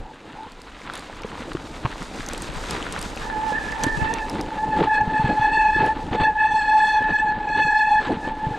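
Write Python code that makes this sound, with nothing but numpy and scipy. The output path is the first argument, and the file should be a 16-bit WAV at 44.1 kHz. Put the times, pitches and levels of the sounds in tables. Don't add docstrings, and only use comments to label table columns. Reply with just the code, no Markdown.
import sys
import numpy as np
from scipy import signal
from scipy.fft import rfft, irfft, next_fast_len
from scipy.io import wavfile
from scipy.ndimage import uniform_filter1d, minimum_filter1d, map_coordinates

SR = 44100
rng = np.random.default_rng(int(sys.argv[2]) if len(sys.argv) > 2 else 0)


def invert_db(level):
    return 10 ** (np.asarray(level, dtype=float) / 20)


def store_wav(level_fs):
    pcm = np.round(np.clip(np.atleast_2d(level_fs), -1, 1) * 32767)
    wavfile.write(sys.argv[1], SR, pcm.T.astype(np.int16))


N = 378378


def unit(x):
    return x / np.sqrt(np.mean(np.abs(x) ** 2) + 1e-20)


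def along(points, hz):
    f, v = np.transpose(points)
    return np.interp(np.log(hz + 1), np.log(f + 1), v)


def curves(rows):
    s, *columns = np.transpose(rows)
    return [np.interp(np.arange(N) / SR, s, column) for column in columns]


def wobble(rate):
    knots = rng.standard_normal(N // 100)
    return map_coordinates(knots, [np.arange(N) * rate / SR])


def swell(s, length):
    return np.exp(-((np.arange(N) / SR - s) / length * 2) ** 4)


def filtered(x, response):
    m = next_fast_len(N + 8192)
    return irfft(rfft(x, m) * response(np.fft.rfftfreq(m, 1 / SR)), m)[..., :N]


def rush(spectrum, lo_hz, hi_hz, spiky_db, grain_rate, lumpy_db, lump_rate):
    grain = invert_db(spiky_db * wobble(grain_rate) + lumpy_db * wobble(lump_rate))
    noise = grain * rng.standard_normal((2, N))
    mid, side = filtered(noise, lambda hz: invert_db(along(spectrum, hz)))
    band = filtered(mid, lambda hz: (hz > lo_hz) & (hz < hi_hz))
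    return np.array([mid, side]) / np.std(band)


def ping(t, hz, t60):
    return np.sin(2 * np.pi * hz * t) * invert_db(-60 * t / t60)


def burst(t, shape):
    return signal.lfilter(*shape, rng.standard_normal(len(t)))


def dull_burst(t):
    return burst(t, signal.butter(6, 3200 / (SR / 2)))


def add(track, s, sound, side):
    part = track[:, round(s * SR):][:, :len(sound)]
    part += np.outer([1, side], sound)[:, :part.shape[1]]


# t/s, then level/dB of the fundamental, octave, third and fifth partial before dips
BRAKE_LEVELS = [(3.18, -53, -52, -60, -70), (3.22, -43, -43, -60, -72), (3.31, -30, -36.5, -62, -72),
                (3.511, -22, -39, -58, -73), (3.555, -36, -24.5, -49, -68), (3.62, -39, -35, -56, -68),
                (3.73, -35, -32.5, -54, -68), (3.785, -31, -44, -58, -68), (3.84, -28, -28, -58, -66),
                (3.95, -35, -29.5, -58, -68), (4.0, -28.5, -36, -41, -66), (4.04, -25.5, -27.5, -42, -63),
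                (4.19, -32, -41, -46, -58), (4.23, -31, -33, -48, -68), (4.32, -36, -54, -58, -68),
                (4.44, -37.5, -54, -60, -71), (4.64, -24.5, -34.5, -59, -64), (4.68, -29.5, -44, -54, -64),
                (4.729, -23, -31, -51, -56), (4.88, -17, -34, -53, -53.5), (4.95, -24.5, -17.5, -32.5, -41),
                (5.01, -15.5, -23.5, -42, -57), (5.061, -29.5, -38, -59, -65),
                (5.18, -21.5, -24.5, -39, -52.5), (5.23, -19, -44, -47, -52), (5.28, -27, -24, -40, -54),
                (5.39, -20, -34.5, -50, -52), (5.449, -15, -20, -31.5, -45.5),
                (5.51, -23.5, -27.5, -39, -56.5), (5.54, -18.5, -17, -29.5, -43),
                (5.69, -15, -25, -32, -45.5), (5.77, -27.5, -18, -38, -48),
                (5.81, -18.5, -25.5, -33.5, -51), (5.915, -22, -28, -52, -58.5),
                (5.936, -29, -37, -54, -62.5), (5.99, -32, -50, -61, -66), (6.1, -38.5, -51, -62, -68.5),
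                (6.25, -16, -18, -29.5, -41.5), (6.28, -16, -17.5, -35.5, -50.5),
                (6.34, -30, -39.5, -62, -66), (6.4, -20.5, -17.5, -35, -51.5),
                (6.55, -15.5, -26.5, -37, -44), (6.591, -23, -22.5, -37, -43), (6.76, -13, -25, -37.5, -47),
                (6.88, -20, -21.5, -38, -40.5), (6.969, -16, -26, -32.5, -43.5),
                (7.029, -24.5, -25, -48, -58.5), (7.2, -22, -19, -30.5, -43),
                (7.24, -17, -32.5, -51, -59.5), (7.3, -21, -23, -42, -49.5),
                (7.39, -32, -41.5, -73.5, -83.5), (7.42, -23, -38, -47.5, -59),
                (7.56, -22, -24.5, -38.5, -46.5), (7.63, -20, -21.5, -26.5, -43.5),
                (7.74, -19, -19.5, -38.5, -47.5), (7.78, -19.5, -19.5, -34, -42),
                (7.86, -20, -23, -35, -49.5), (7.92, -15.5, -30, -33, -44.5), (7.999, -17, -16, -41, -50),
                (8.025, -39.5, -37, -52, -53.5), (8.08, -29.5, -31.5, -50, -54), (8.19, -36, -48, -61, -66),
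                (8.26, -33.5, -29.5, -45, -57.5), (8.29, -23.5, -41, -69, -59.5),
                (8.32, -29, -42, -53, -61), (8.38, -36, -45.5, -73, -60), (8.45, -21.5, -40, -57, -65),
                (8.515, -22, -40, -54, -60), (8.58, -37, -37, -52, -54)]
# t/s, f/Hz
BRAKE_PITCH = [(3.2, 858), (3.32, 875), (3.4, 866), (3.46, 900), (3.52, 862), (3.68, 858), (3.84, 884),
               (3.92, 864), (4.05, 878), (4.15, 900), (4.24, 868), (4.6, 860), (5.3, 858), (5.6, 864),
               (6.3, 858), (7.15, 863), (7.32, 852), (7.6, 861), (8.58, 858)]
# middle t/s, length/s, level/dB
PAD_TOUCHES = [(0.086, 0.12, -41), (0.408, 0.18, -39)]
# middle t/s, length/s, dip/dB
PAD_LETS_GO = [(4.808, 0.048, 9), (4.858, 0.028, 14), (5.046, 0.017, 3), (5.124, 0.011, 7),
               (5.353, 0.035, 6.5), (5.947, 0.021, 14), (6.228, 0.0093, 6), (6.489, 0.038, 5),
               (6.652, 0.053, 3), (7.118, 0.012, 7), (7.185, 0.028, 4), (7.465, 0.013, 12.5),
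               (7.649, 0.022, 2), (8.486, 0.029, 12)]
# multiple of the fundamental, level/dB against the fifth partial at full bite
UPPER_PARTIALS = [(4, 3.5), (5, 3.5), (6, -12.5), (7, -11.5), (8, -15.5), (9, -10.5), (10, -22.5),
                  (11, -21.5), (12, -38.5), (13, -45.5), (14, -31.5)]


def brake():
    firm_db, bite_db = -25.5, -38
    fray, rasp = 0.12, 0.077
    waver, loose, jitter = 0.0025, 0.0003, 0.008
    burst_db, flare_db = 1.5, 2.5

    start = (BRAKE_LEVELS[0][0] - 0.03, -80, -80, -80, -80)
    first_db, second_db, third_db, fifth_db = curves([start, *BRAKE_LEVELS])
    touches = [db - 40 * (1 - swell(s, length)) for s, length, db in PAD_TOUCHES]
    first_db = np.max([first_db, *touches], axis=0)
    fray = fray + rasp * np.clip(firm_db - first_db, 0, 20)
    dip_db = sum(db * swell(s, length) for s, length, db in PAD_LETS_GO)
    fifth_db = fifth_db + burst_db * wobble(22)

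    slow = waver + loose * np.clip(bite_db - fifth_db, 0, 20)
    hz = curves(BRAKE_PITCH)[0] * (1 + slow * wobble(18) + jitter * wobble(220))
    phase = 2 * np.pi * np.cumsum(hz) / SR

    # multiple, level in dB, depth of flutter
    partials = [(1, first_db, 0.68), (2, second_db, 1.13), (3, third_db, 1.1)]
    upper_db = fifth_db + 0.29 * np.minimum(fifth_db - bite_db, 0)
    partials += [(k, upper_db + db + flare_db * wobble(12), 0.9) for k, db in UPPER_PARTIALS]

    howl = np.zeros((2, N))
    for k, db, flutter in partials:
        rate = 30 + 45 * min(k, 3)
        mid_fade, side_fade = [unit(wobble(rate) + 1j * wobble(rate)) for _ in range(2)]
        fringe = fray * (wobble(260) + 1j * wobble(260)) / np.sqrt(2)
        mid_gain = (1 + flutter * mid_fade + fringe) / np.sqrt(1 + flutter ** 2 + fray ** 2)
        side_gain = unit(side_fade - 1.8)
        tone = np.imag(np.array([mid_gain, side_gain]) * np.exp(1j * k * phase))
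        howl += np.sqrt(2) * invert_db(db - dip_db) * tone
    return howl


# t/s, level/dB, f/Hz, crack level/dB against the thud before its own gains
FRAME_KNOCKS = [(1.247, -14.5, 447, -18), (1.55, -11, 338, -20), (1.849, -10.5, 123, -15),
                (3.52, -15.5, 500, -25), (3.836, -11, 287, -24), (3.866, -7, 280, -24),
                (4.015, -16, 100, -27), (4.332, -23, 276, -23.5), (4.392, -15.5, 300, -20),
                (4.687, -22, 155, -13.5), (4.767, -18, 300, -16.5), (4.804, -14.5, 199, -12.5),
                (4.816, -3.5, 416, -28), (4.836, -17, 455, -23), (5.016, -18.5, 110, -28.5),
                (5.076, -13, 169, -30.5), (5.196, -13, 181, -24), (5.243, -8, 127, -27.5),
                (5.259, -17, 337, -15.5), (5.396, -17.5, 117, -31.5), (5.573, -20.5, 374, -31.5),
                (5.762, -13, 337, -23), (5.795, -19, 300, -14.5), (5.828, -11, 400, -20.5),
                (5.862, -21, 300, -18), (5.966, -19, 292, -26.5), (6.113, -18, 111.2, -17),
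                (6.148, -16.5, 346, -19.5), (6.199, -19, 161, -12.5), (6.216, -13, 254, -15),
                (7.37, -22.5, 200, -24.5), (7.007, -22, 250, -14.5), (7.56, -23, 290.7, -9.5),
                (7.65, -21.5, 143, -12.5), (8.011, -28, 300, -14), (8.041, -24, 350, -17.5),
                (8.072, -17.5, 300, -17.5), (8.128, -16.5, 280, -23), (8.17, -21, 180, -28),
                (8.274, -18, 320, -22.5), (8.468, -12.5, 139.7, -32), (8.508, -19, 116.4, -34)]


def knocks():
    thuds_per_s, thud_db, thud_hz = 30, 6, 300
    track, t = np.zeros((2, N)), np.arange(SR // 16) / SR
    tube = signal.butter(2, [700 / (SR / 2), 1400 / (SR / 2)], "band")
    jolt_db = ride_levels()[1] + stony()
    thuds = [(u * (N - 1) / SR, jolt_db[int(u * (N - 1))] + thud_db + 8 * v, thud_hz * 4 ** (w - 0.5), -22)
             for u, v, w in rng.random((int(thuds_per_s * N / SR), 3))]
    for s, db, hz, crack_db in [*FRAME_KNOCKS, *thuds]:
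        thud = ping(t, hz, 6 / hz + 0.012) + 0.4 * ping(t, 0.467 * hz, 0.044)
        tube_crack = 4 * np.exp(-(t / 0.008) ** 2) * burst(t, tube)
        dull_crack = 1.2 * invert_db(-60 * t / 0.03) * dull_burst(t)
        knock = thud + invert_db(crack_db) * (tube_crack + dull_crack)
        onset = 1 - np.exp(-t / 0.0008)
        add(track, s, -invert_db(db) * knock * onset, rng.normal(0, 0.9))
    return track


# t/s, level/dB, f/Hz
PEBBLE_SNAPS = [(0.899, -11.5, 1360), (0.939, -25.5, 790), (0.982, -23, 1110), (1.202, -27, 1130),
                (1.235, -20, 2380), (1.38, -25, 915), (1.57, -18, 1310), (2.021, -16, 1310),
                (2.299, -18, 1600), (1.098, -19, 750), (1.317, -22, 1270), (1.354, -19.5, 1080),
                (1.421, -19.5, 596), (1.518, -16, 1280), (1.851, -15, 1030), (1.8555, -5.5, 1010),
                (1.861, -8, 1030), (1.928, -21, 1770), (1.958, -19, 970), (2.206, -20, 1600),
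                (2.749, -15, 794), (2.867, -14.5, 1520), (2.963, -13, 1520), (3.056, -22, 1410),
                (3.174, -16.5, 2590), (3.225, -23.5, 1600), (3.3, -14, 1550), (3.724, -17, 2000),
                (4.185, -17, 2280), (4.354, -19, 1590), (4.506, -19.5, 1550), (5.96, -22, 910),
                (6.112, -25, 861), (6.202, -13, 825), (4.837, -13, 900), (8.278, -13.5, 850)]


def snaps():
    crackle_per_s, crackle_db, crackle_hz = 110, 9.5, 1800
    track, t = np.zeros((2, N)), np.arange(SR // 16) / SR
    crunch_db = ride_levels()[2] + CRUNCH_SHARE * stony()
    crackle = [(u * (N - 1) / SR, crunch_db[int(u * (N - 1))] + crackle_db - 3 * np.log(v),
                crackle_hz * 4 ** (w - 0.5))
               for u, v, w in rng.random((int(crackle_per_s * N / SR), 3))]
    for s, db, hz in [*PEBBLE_SNAPS, *crackle]:
        tone = ping(t, hz, 3 / hz + 0.0046) + 0.4 * ping(t, 2.43 * hz, 0.0035)
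        dry_noise = 0.35 * invert_db(-60 * t / 0.013) * dull_burst(t)
        onset = 1 - np.exp(-t / 0.00022)
        add(track, s, invert_db(db) * (tone + dry_noise) * onset, rng.normal(0, 0.6))
    return track


# t/s, level/dB, f/Hz
METAL_TICKS = [(0.5197, -36, 4560), (0.6175, -32, 4740), (0.9367, -27, 3680), (0.9545, -24.5, 3600),
               (0.9762, -29.5, 7200), (0.994, -29.5, 4620), (1.22, -35.5, 5100), (1.5334, -29.5, 4450),
               (2.0275, -32.5, 7460), (2.2636, -27, 6200), (2.2876, -21, 6300), (2.3338, -20.5, 8200),
               (2.378, -22, 8200), (2.4214, -22.5, 8560), (2.7089, -14.5, 5200), (2.9245, -19, 8360),
               (2.991, -23.5, 8600), (3.0147, -23, 8600), (3.027, -21.5, 4830), (3.161, -29.5, 4710),
               (3.7189, -31, 4500), (3.8363, 0.5, 6040), (3.8666, -28, 4775), (4.139, -18.5, 5900),
               (4.2976, -20, 5200), (4.4116, -22, 5020), (5.2604, -45, 4760), (5.8621, -29.5, 5165)]


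def ticks():
    faint_per_s, faint_db, faint_until_s = 1.8, 11.5, 4.6
    tick_s, tail_db, tail_s = 0.007, -18, 0.03
    track, t = np.zeros((2, N)), np.arange(SR // 16) / SR
    grit_db = ride_levels()[3]
    faint = [(u * faint_until_s, grit_db[int(u * faint_until_s * SR)] + faint_db + 8 * v, 5000 + 3800 * w)
             for u, v, w in rng.random((int(faint_per_s * faint_until_s), 3))]
    sharp = signal.butter(3, [2800 / (SR / 2), 10000 / (SR / 2)], "band")
    for s, db, hz in [*METAL_TICKS, *faint]:
        click = burst(t, sharp) * (invert_db(-60 * t / tick_s) + invert_db(tail_db - 60 * t / tail_s))
        tick = 0.8 * ping(t, hz, tick_s) + 0.91 * click
        onset = 1 - np.exp(-t / 0.00004)
        add(track, s, invert_db(db) * tick * onset, rng.normal(0.15, 0.3))
    return track


# t/s, then level/dB of wind buffet, frame jolting, tyre crunch and grit hiss,
# each the mean level inside the reference band given to rush()
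RIDE_LEVELS = [(0, -33.5, -36.5, -55, -70), (0.12, -58.5, -48, -54, -72.5), (1.24, -45.5, -46, -48, -62.5),
               (1.56, -46, -40, -48.5, -59.5), (2.73, -41, -36.5, -42, -53.5),
               (3.2, -42, -37.5, -43.5, -56.5), (3.88, -39, -36.5, -44, -54.5),
               (4.67, -41, -33.5, -47.5, -64.5), (5.16, -42.5, -35, -47, -66),
               (5.53, -40.5, -37.5, -48, -64), (5.77, -37.5, -42, -50.5, -66.5),
               (6.02, -40, -33.5, -47, -65), (6.3, -40, -43, -51.5, -69.5), (6.86, -48, -43, -50.5, -65.5),
               (7.47, -43, -38.5, -51, -72.5), (7.8, -42, -43, -52.5, -68.5), (8.5, -47, -36.5, -49.5, -65)]


def ride_levels():
    return curves(RIDE_LEVELS)


# middle t/s, length/s, rise of the jolting level/dB
STONY_PATCHES = [(0.4, 0.12, 2), (0.94, 0.22, 4), (1.382, 0.21, 3.5), (2.006, 0.11, 1.5), (2.31, 0.099, 2),
                 (3.838, 0.02, 16.5), (4.376, 0.084, 5), (4.819, 0.11, 11), (5.265, 0.12, 8),
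                 (5.825, 0.14, 12), (6.142, 0.05, 11), (6.219, 0.042, 15.5), (7.03, 0.055, 7.5),
                 (7.102, 0.057, 10), (7.586, 0.047, 11), (8.081, 0.16, 11.5), (8.279, 0.076, 4)]
CRUNCH_SHARE, GRIT_SHARE = 0.9, 0.28


def stony():
    return sum(db * swell(s, length) for s, length, db in STONY_PATCHES)


# f/Hz, relative level/dB
JOLT_SHAPE = [(53, -35.5), (90, -3.5), (129, -4.5), (231, 1), (312, 4), (377, -3.5), (452, 1), (642, -7),
              (700, -5), (910, -1), (1540, -120)]


def jolting():
    rise_db = stony()
    return invert_db(ride_levels()[1] + rise_db) * rush(JOLT_SHAPE, 87, 800, 2.0 + 0.1 * rise_db, 60, 2.2, 18)


# f/Hz, relative level/dB
CRUNCH_SHAPE = [(350, -6), (600, -5.5), (827, -5.5), (906, -5), (984, 3), (1100, -2), (1200, -0.5),
                (3930, -12), (4600, -18), (5590, -41.5), (9460, -120)]


def crunching():
    rise_db = stony()
    level = invert_db(ride_levels()[2] + CRUNCH_SHARE * rise_db)
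    return level * rush(CRUNCH_SHAPE, 1065, 1447, 2.0 + 0.12 * rise_db, 250, 2.0, 25)


# f/Hz, relative level/dB
GRIT_SHAPE = [(2350, -23.5), (3700, -1.5), (4360, -5.5), (4840, -3), (5440, -6.5), (6900, -7), (9220, -12),
              (10700, -25), (12500, -22), (13600, -36.5), (15000, -39), (16000, -51)]


def grit_hiss():
    level = invert_db(ride_levels()[3] + GRIT_SHARE * stony())
    return level * rush(GRIT_SHAPE, 4530, 4934, 1.5, 400, 2.5, 18)


# t/s, level/dB before the slap's own gains, f/Hz
WIND_SLAPS = [(2.19, -18, 120), (2.491, -11, 139), (2.565, -10, 151), (3.861, -24, 150), (3.975, -8, 120),
              (4.02, -2.5, 151)]


def slaps():
    track, t = np.zeros((2, N)), np.arange(SR // 8) / SR
    for s, db, hz in WIND_SLAPS:
        push = ping(t, hz, 0.047) + 0.7 * ping(t, 0.41 * hz, 0.067)
        onset = 1 - np.exp(-t / 0.0022)
        add(track, s, 0.24 * invert_db(db) * push * onset, 5)
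    return track


# f/Hz, relative level/dB
BUFFET_SHAPE = [(12, -32.5), (20, 11.5), (48, 4.5), (81, -3), (110, -6.5), (140, -38), (240, -120)]


def buffeting():
    return invert_db(ride_levels()[0]) * rush(BUFFET_SHAPE, 30, 71, 0.87, 23, 0.98, 8.9)


# f/Hz, level/dB
SIDE_SPREAD = [(30, 0.5), (110, 2.5), (250, -12), (450, -6), (800, 5), (2400, 6), (4400, -10.5), (9000, 2),
               (11500, -0.5), (15000, -2.5)]


def scene():
    bike = brake() + knocks() + snaps() + ticks() + jolting() + crunching() + grit_hiss()
    mid, side = bike + slaps() + buffeting()
    side = filtered(side, lambda hz: invert_db(along(SIDE_SPREAD, hz)))
    return np.array([mid + side, mid - side])


def limited(x):
    ceiling_db, knee = -8, 6
    peak = -minimum_filter1d(-np.abs(x).max(0), size=SR // 200)
    gain = (1 + (peak / invert_db(ceiling_db)) ** knee) ** (-1 / knee)
    return x * uniform_filter1d(gain, size=SR // 200)


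def low_pass(x):
    return signal.sosfilt(signal.butter(12, 16510, fs=SR, output="sos"), x)


# t/s, side gain/dB
IMAGE_WIDTH = [(0, -58), (.45, -56), (.8, -26), (1.5, -21), (2.2, -15.5), (3.0, -12), (4.1, -10),
               (4.4, -26), (4.7, -40), (4.8, -72.5), (8.58, -73)]


def record(dry):
    wide_hz, top_hz = 11400, 15850
    mid, side = (dry[0] + dry[1]) / 2, (dry[0] - dry[1]) / 2
    top = filtered(side, lambda hz: hz > wide_hz)
    side = top + invert_db(curves(IMAGE_WIDTH)[0]) * (side - top)
    stereo = limited(np.array([mid + side, mid - side]))
    mix = filtered(stereo, lambda hz: hz < top_hz)
    return low_pass(mix)


dry = scene()
out = record(dry)
store_wav(out)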